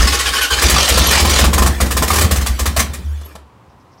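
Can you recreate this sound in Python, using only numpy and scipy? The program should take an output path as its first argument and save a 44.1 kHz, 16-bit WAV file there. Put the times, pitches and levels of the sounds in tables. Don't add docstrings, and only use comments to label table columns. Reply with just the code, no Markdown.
import sys
import numpy as np
from scipy import signal
from scipy.fft import rfft, irfft
from scipy.io import wavfile
from scipy.ndimage import uniform_filter1d

SR = 44100
rng = np.random.default_rng(int(sys.argv[2]) if len(sys.argv) > 2 else 0)


def wav_out(sig):
    wavfile.write(sys.argv[1], SR, np.round(np.clip(np.atleast_2d(sig).T, -1, 1) * 32767).astype(np.int16))


N = 176400
T = np.arange(N) / SR


def amp(db):
    return 10 ** (np.asarray(db) / 20)


def unit(x):
    return x / np.sqrt(np.mean(x ** 2) + 1e-20)


def curve(points):
    return np.interp(T, *np.transpose(points))


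def phase(hz):
    return 2 * np.pi * np.cumsum(hz * np.ones(N)) / SR


def wander(hz):
    keep_slow = np.exp(-(np.fft.rfftfreq(N, 1 / SR) / hz) ** 2)
    return unit(irfft(rfft(rng.standard_normal(N)) * keep_slow, N))


def noise(colour, patchy_db=0):
    _, _, spectra = signal.stft(rng.standard_normal(N), SR, nperseg=512, noverlap=384)
    patches = uniform_filter1d(rng.standard_normal(spectra.shape), size=3, axis=0)
    patches = unit(uniform_filter1d(patches, size=12, axis=1))
    patchy = signal.istft(spectra * amp(patchy_db * patches), nperseg=512, noverlap=384)[1][:N]
    hz = np.fft.rfftfreq(N, 1 / SR) + 1
    colour_hz, colour_db = np.transpose(colour)
    balance = amp(np.interp(np.log(hz), np.log(colour_hz), colour_db))
    bass_cut = np.minimum(hz / colour_hz[0], 1) ** 2
    return unit(irfft(rfft(patchy) * balance * bass_cut, N))


def whistle(hz, width_hz):
    angle = phase(hz)
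    return wander(width_hz / 2) * np.cos(angle) + wander(width_hz / 2) * np.sin(angle)


def burst(start, rise, hold, fall):
    return np.clip((T - start) / rise, 0, 1) * np.exp(-np.maximum(T - start - rise - hold, 0) / fall)


def together(shapes):
    return np.sqrt(sum(shape ** 2 for shape in shapes))


def linger(shape, fall_s):
    decay = np.exp(-1 / (fall_s * SR))
    return np.sqrt(signal.lfilter([1 - decay], [1, -decay], shape ** 2))


# (frequency [Hz], relative level [dB])
AIR_COLOUR = [(29, -52), (50, -15.5), (119, -8), (151, -14), (652, -21.5), (1030, -16.5), (1470, -28.5),
              (15500, -55)]
def outdoor_air():
    return amp(-47) * noise(AIR_COLOUR, patchy_db=0.5)


# (time [s], level [dB])
RUSTLES = [(3.685, -66), (3.79, -65), (3.91, -59.5), (3.97, -59)]
def rustles():
    loudness = together(amp(db) * burst(s, rise=0.013, hold=0.013, fall=0.013) for s, db in RUSTLES)
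    return loudness * whistle(hz=5400, width_hz=1800)


# (delay [s], strength [ratio])
ECHOES = [(.0017, 0.16), (.0031, -0.074), (.0083, 0.0011)]
def yard(sound):
    t = T[:SR // 2]
    scatter = rng.standard_normal(len(t))
    lows = signal.sosfiltfilt(signal.butter(2, 5000, fs=SR, output="sos"), scatter)
    highs = scatter - lows
    low_fade_s, high_fade_s = 0.28, 0.18
    response = (lows * amp(-60 * t / low_fade_s) + highs * amp(-60 * t / high_fade_s)) * (t > 0.012)
    response *= amp(-10) / np.linalg.norm(response)
    response[0] = 1
    for delay, strength in ECHOES:
        response[round(delay * SR)] += strength
    return signal.fftconvolve(sound, response / np.linalg.norm(response))[:N]


# (time [s], level [dB])
WHIRR_LEVEL = [(0, -25.5), (2.3, -31.5), (2.57, -33), (2.95, -41), (3.12, -45), (3.33, -47), (3.44, -75)]
# (frequency [Hz], relative level [dB])
WHIRR_COLOUR = [(180, -25), (300, -0.5), (600, -21.5), (1370, -9), (15500, -24)]
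def whirr():
    return amp(curve(WHIRR_LEVEL)) * noise(WHIRR_COLOUR, patchy_db=5)


# (time [s], level [dB])
CHIRPS = [(0.413, -20.5), (1.06, -16.5), (3.244, -32)]
def belt_chirps():
    length_s, start_hz, rise_hz_per_s = 0.034, 11250, 11000
    chirps = np.zeros(N)
    for s, db in CHIRPS:
        age = np.clip(T - s, 0, length_s)
        swell = amp(db) * np.sin(np.pi * age / length_s) ** 2
        chirps += swell * whistle(start_hz + rise_hz_per_s * age, width_hz=200)
    return chirps


# (time [s], level [dB])
CLACKS = [(3.21, -36.5), (3.256, -41.5), (3.351, -31)]
# (frequency [Hz], relative level [dB])
CLACK_COLOUR = [(200, 6.5), (800, 1.5), (2000, -11), (12000, -16), (15500, -38)]
def crank_clacks():
    knocks = together(amp(db) * burst(s, rise=0.0043, hold=0.0076, fall=0.0058) for s, db in CLACKS)
    return knocks * noise(CLACK_COLOUR)


# (time [s], level [dB])
HUM_LEVEL = [(3.02, -37), (3.055, -19.5), (3.13, -19.5), (3.25, -29.5), (3.3, -41), (3.46, -45),
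             (3.52, -83)]
def exhaust_hum():
    start_hz, sag_hz_per_s = 74.3, 6.5
    age = T - HUM_LEVEL[0][0]
    tone = np.sqrt(2) * np.sin(phase(start_hz - sag_hz_per_s * age))
    return amp(curve(HUM_LEVEL)) * (age > 0) * tone


# (time [s], length [s], relative air level [dB], relative whine level [dB])
GULPS = [(0, 0.038, -25.5, -34), (0.067, 0.02, -20, -21), (0.12, 0.037, -20.5, -31),
         (0.186, 0.027, -20.5, -24.5), (0.252, 0.041, -23, -22.5), (0.327, 0.067, -24, -24.5),
         (0.406, 0.05, -22.5, -24), (0.5, 0.045, -21.5, -23)]
# (frequency [Hz], relative level [dB])
GULP_COLOUR = [(420, -1.5), (650, -12.5), (1100, 1.5), (2400, 0), (6500, -2.5), (10000, -7), (15500, -21)]
# (pitch [Hz], width [Hz], relative level [dB])
THROAT_NOTES = [(456, 30, -14), (820, 25, -14), (1100, 25, -6.5), (1470, 30, -9)]
# (time [s], pitch [Hz])
WHINE_PITCH = [(.15, 2546), (.2, 2014), (.28, 1605), (.345, 1588), (.38, 1484), (.42, 1530), (.46, 1437),
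               (.515, 1601), (.56, 1415)]
# (width [Hz], relative level [dB])
WHINE_TONES = [(45, 0), (300, 1.5), (450, -4.5)]
def carburettor_gulps():
    edge_s = 0.0094
    shapes = [burst(s, edge_s, length - edge_s, edge_s) for s, length, _, _ in GULPS]
    air_level = together(amp(db) * shape for shape, (_, _, db, _) in zip(shapes, GULPS))
    whine_level = together(amp(db) * shape for shape, (_, _, _, db) in zip(shapes, GULPS))
    throat = sum(amp(db) * whistle(hz, width) for hz, width, db in THROAT_NOTES)
    whine_hz = curve(WHINE_PITCH)
    whine = sum(amp(db) * whistle(k * whine_hz, width) for k, (width, db) in enumerate(WHINE_TONES, 1))
    air = amp(5) * noise(GULP_COLOUR, patchy_db=3)
    return air_level * (throat + air) + whine_level * whine


# (time [s], relative level [dB])
RUSH_LEVEL = [(0, -18), (.45, -28), (.495, -32), (.52, -30), (.58, -18), (.61, -15), (.73, -15), (.77, -12),
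              (.9, -14), (1.01, -16), (1.14, -12), (1.20, -12), (1.24, -23.5), (1.30, -15.5),
              (1.385, -12.5), (1.46, -19.5), (1.52, -42), (1.58, -86.5)]
# (frequency [Hz], relative level [dB])
RUSH_COLOUR = [(240, -32), (400, -1.5), (987, -1.5), (2030, -1.5), (4350, 0), (7800, -6), (15500, -21.5)]
def carburettor_rush():
    strokes_per_s = 49 * (1 + 0.14 * wander(hz=6.3))
    throb_db = 2.33 * np.sin(phase(strokes_per_s))
    rasp_db = 1.1 * wander(hz=393)
    return amp(curve(RUSH_LEVEL) - 1 + throb_db + rasp_db) * noise(RUSH_COLOUR, patchy_db=3.5)


# (time [s], relative level [dB])
FIRINGS = [(.006, -6.5), (.045, -6.5), (.095, -17.5), (.125, -17), (.18, -25.5), (.269, -22), (.31, -23),
           (.42, -26.5), (0.532, -17), (.585, -19.5), (.656, -7.5), (.736, -10), (.777, -16), (.818, -18),
           (0.921, -11), (.971, -11), (1.012, -8), (1.091, -13), (1.137, -21), (1.165, -15), (1.231, -8.5),
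           (1.28, -11), (1.324, -12), (1.369, -13.5), (1.424, -7.5), (1.473, -6.5), (1.508, -14),
           (1.556, -10), (1.611, -7.5), (1.654, -8), (1.703, -10.5), (1.772, -19.5), (1.83, -8.5),
           (1.87, -17), (1.909, -17.5), (1.957, -14), (1.999, -14), (2.052, -15.5), (2.124, -13),
           (2.172, -14.5), (2.206, -12), (2.251, -7.5), (2.33, -9.5), (2.388, -10.5), (2.432, -13.5),
           (2.509, -10.5), (2.545, -16), (2.625, -12), (2.686, -12), (2.745, -21), (2.787, -12.5),
           (2.84, -20), (2.902, -20), (2.991, -24.5)]
# (time [s], pitch [Hz])
PIPE_PITCH = [(0, 53.3), (.1, 69.4), (.6, 61.3), (1.3, 71.1), (1.7, 69.2), (2.0, 65.13), (2.25, 76.6),
              (2.4, 67.5), (3.0, 70.6)]
# (time [s], relative level [dB])
PANEL_SHAKE = [(.55, -8), (.75, 1), (2.3, 0), (2.6, -12.5), (2.8, -0.5)]
# (frequency [Hz], relative level [dB])
PANEL_COLOUR = [(80, -20.5), (118, 0.5), (160, -2.5), (190, 2), (300, -8), (900, -16), (3000, -63.5)]
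def exhaust_thumps():
    rise_s, fall_s = 0.015, 0.019
    push = together(amp(db) * np.exp(-((T - s) / np.where(T < s, rise_s, fall_s)) ** 2)
                    for s, db in FIRINGS)
    pipe_hz = curve(PIPE_PITCH) + 3.5 * wander(hz=25.7)
    swell = together([push, amp(-8.5) * linger(push, fall_s=0.085)])
    boom = amp(-0.4) * swell * np.sqrt(2) * np.sin(phase(pipe_hz))
    panels = amp(curve(PANEL_SHAKE) - 9) * linger(push, fall_s=0.017) * noise(PANEL_COLOUR)
    return boom + panels


# (time [s], relative hiss level [dB], relative pop level [dB])
SPITS = [(0.618, -15.5, -13), (0.693, -14, -25.5), (.884, -14.5, -26), (.972, -16, -11.5),
         (1.106, -17, -31), (1.197, -18.5, -12), (1.247, -20, -9.5), (1.292, -17.5, -31),
         (1.388, -17.5, -15.5), (1.439, -20, -11.5), (1.529, -17, -12.5), (1.577, -17, -9),
         (1.619, -18.5, -9), (1.659, -18, -11), (1.801, -17, -12), (1.855, -28, -28), (1.906, -20, -19.5),
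         (1.965, -17, -16.5), (2.021, -17.5, -11), (2.076, -20, -37), (2.101, -17.5, -13.5),
         (2.129, -17, -15), (2.155, -17, -23), (2.179, -16, -13), (2.208, -15.5, -24), (2.233, -21, -16.5),
         (2.308, -16.5, -18), (2.356, -21.5, -24.5), (2.408, -26.5, -23), (2.46, -19.5, -21),
         (2.589, -20.5, -22.5), (2.655, -18, -18), (2.762, -17, -17), (2.79, -15, -23.5), (2.932, -30, -45)]
# (frequency [Hz], relative level [dB])
HISS_COLOUR = [(180, -40.5), (300, -6), (720, -11.5), (1300, -9), (3570, -11), (7880, -10.5), (15500, -18)]
# (frequency [Hz], relative level [dB])
POP_COLOUR = [(200, -10), (750, -7), (1250, -5), (2100, -23.5), (9000, -51.5)]
# (pitch [times the ring's pitch], width [Hz], relative level [dB])
THROAT_OVERTONE = [(1.76, 259.6, -15)]
def carburettor_spits():
    jet = together(amp(db) * burst(s, rise=0.0057, hold=0.011, fall=0.014) for s, db, _ in SPITS)
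    pop = together(amp(db) * burst(s, rise=0.0025, hold=0.002, fall=0.013) for s, _, db in SPITS)
    pitches_hz = 1130 * (1 + 0.11 * rng.uniform(-1, 1, len(SPITS) + 1))
    ring_hz = pitches_hz[np.searchsorted([s for s, _, _ in SPITS], T)]
    roughness = 0.7 * wander(hz=300)
    ring = amp(-6.5) * np.sqrt(2) * np.sin(phase(ring_hz) + roughness)
    overtone = sum(amp(db) * whistle(k * ring_hz, width) for k, width, db in THROAT_OVERTONE)
    crackle_db = 1.3 * wander(hz=501)
    hiss = amp(2.5 + crackle_db) * jet * (noise(HISS_COLOUR, patchy_db=2) + overtone)
    panel = amp(-10.5) * linger(jet, fall_s=0.051) * whistle(hz=227.4, width_hz=17)
    puff = amp(-2.5) * noise(POP_COLOUR, patchy_db=4.5)
    return hiss + panel + pop * (ring + puff)


def scene():
    background = outdoor_air() + rustles()
    turning_parts = whirr() + belt_chirps() + crank_clacks()
    exhaust = exhaust_hum() + exhaust_thumps()
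    carburettor = carburettor_gulps() + carburettor_rush() + carburettor_spits()
    return (background + exhaust + yard(turning_parts + carburettor))[None]


def record(dry):
    rounded = dry / (1 + dry ** 8) ** (1 / 8)
    treble_cut = signal.firwin(511, cutoff=15850, window=("kaiser", 9), fs=SR)
    return signal.oaconvolve(rounded, treble_cut[None], "same")


dry = scene()
out = record(dry)
wav_out(out)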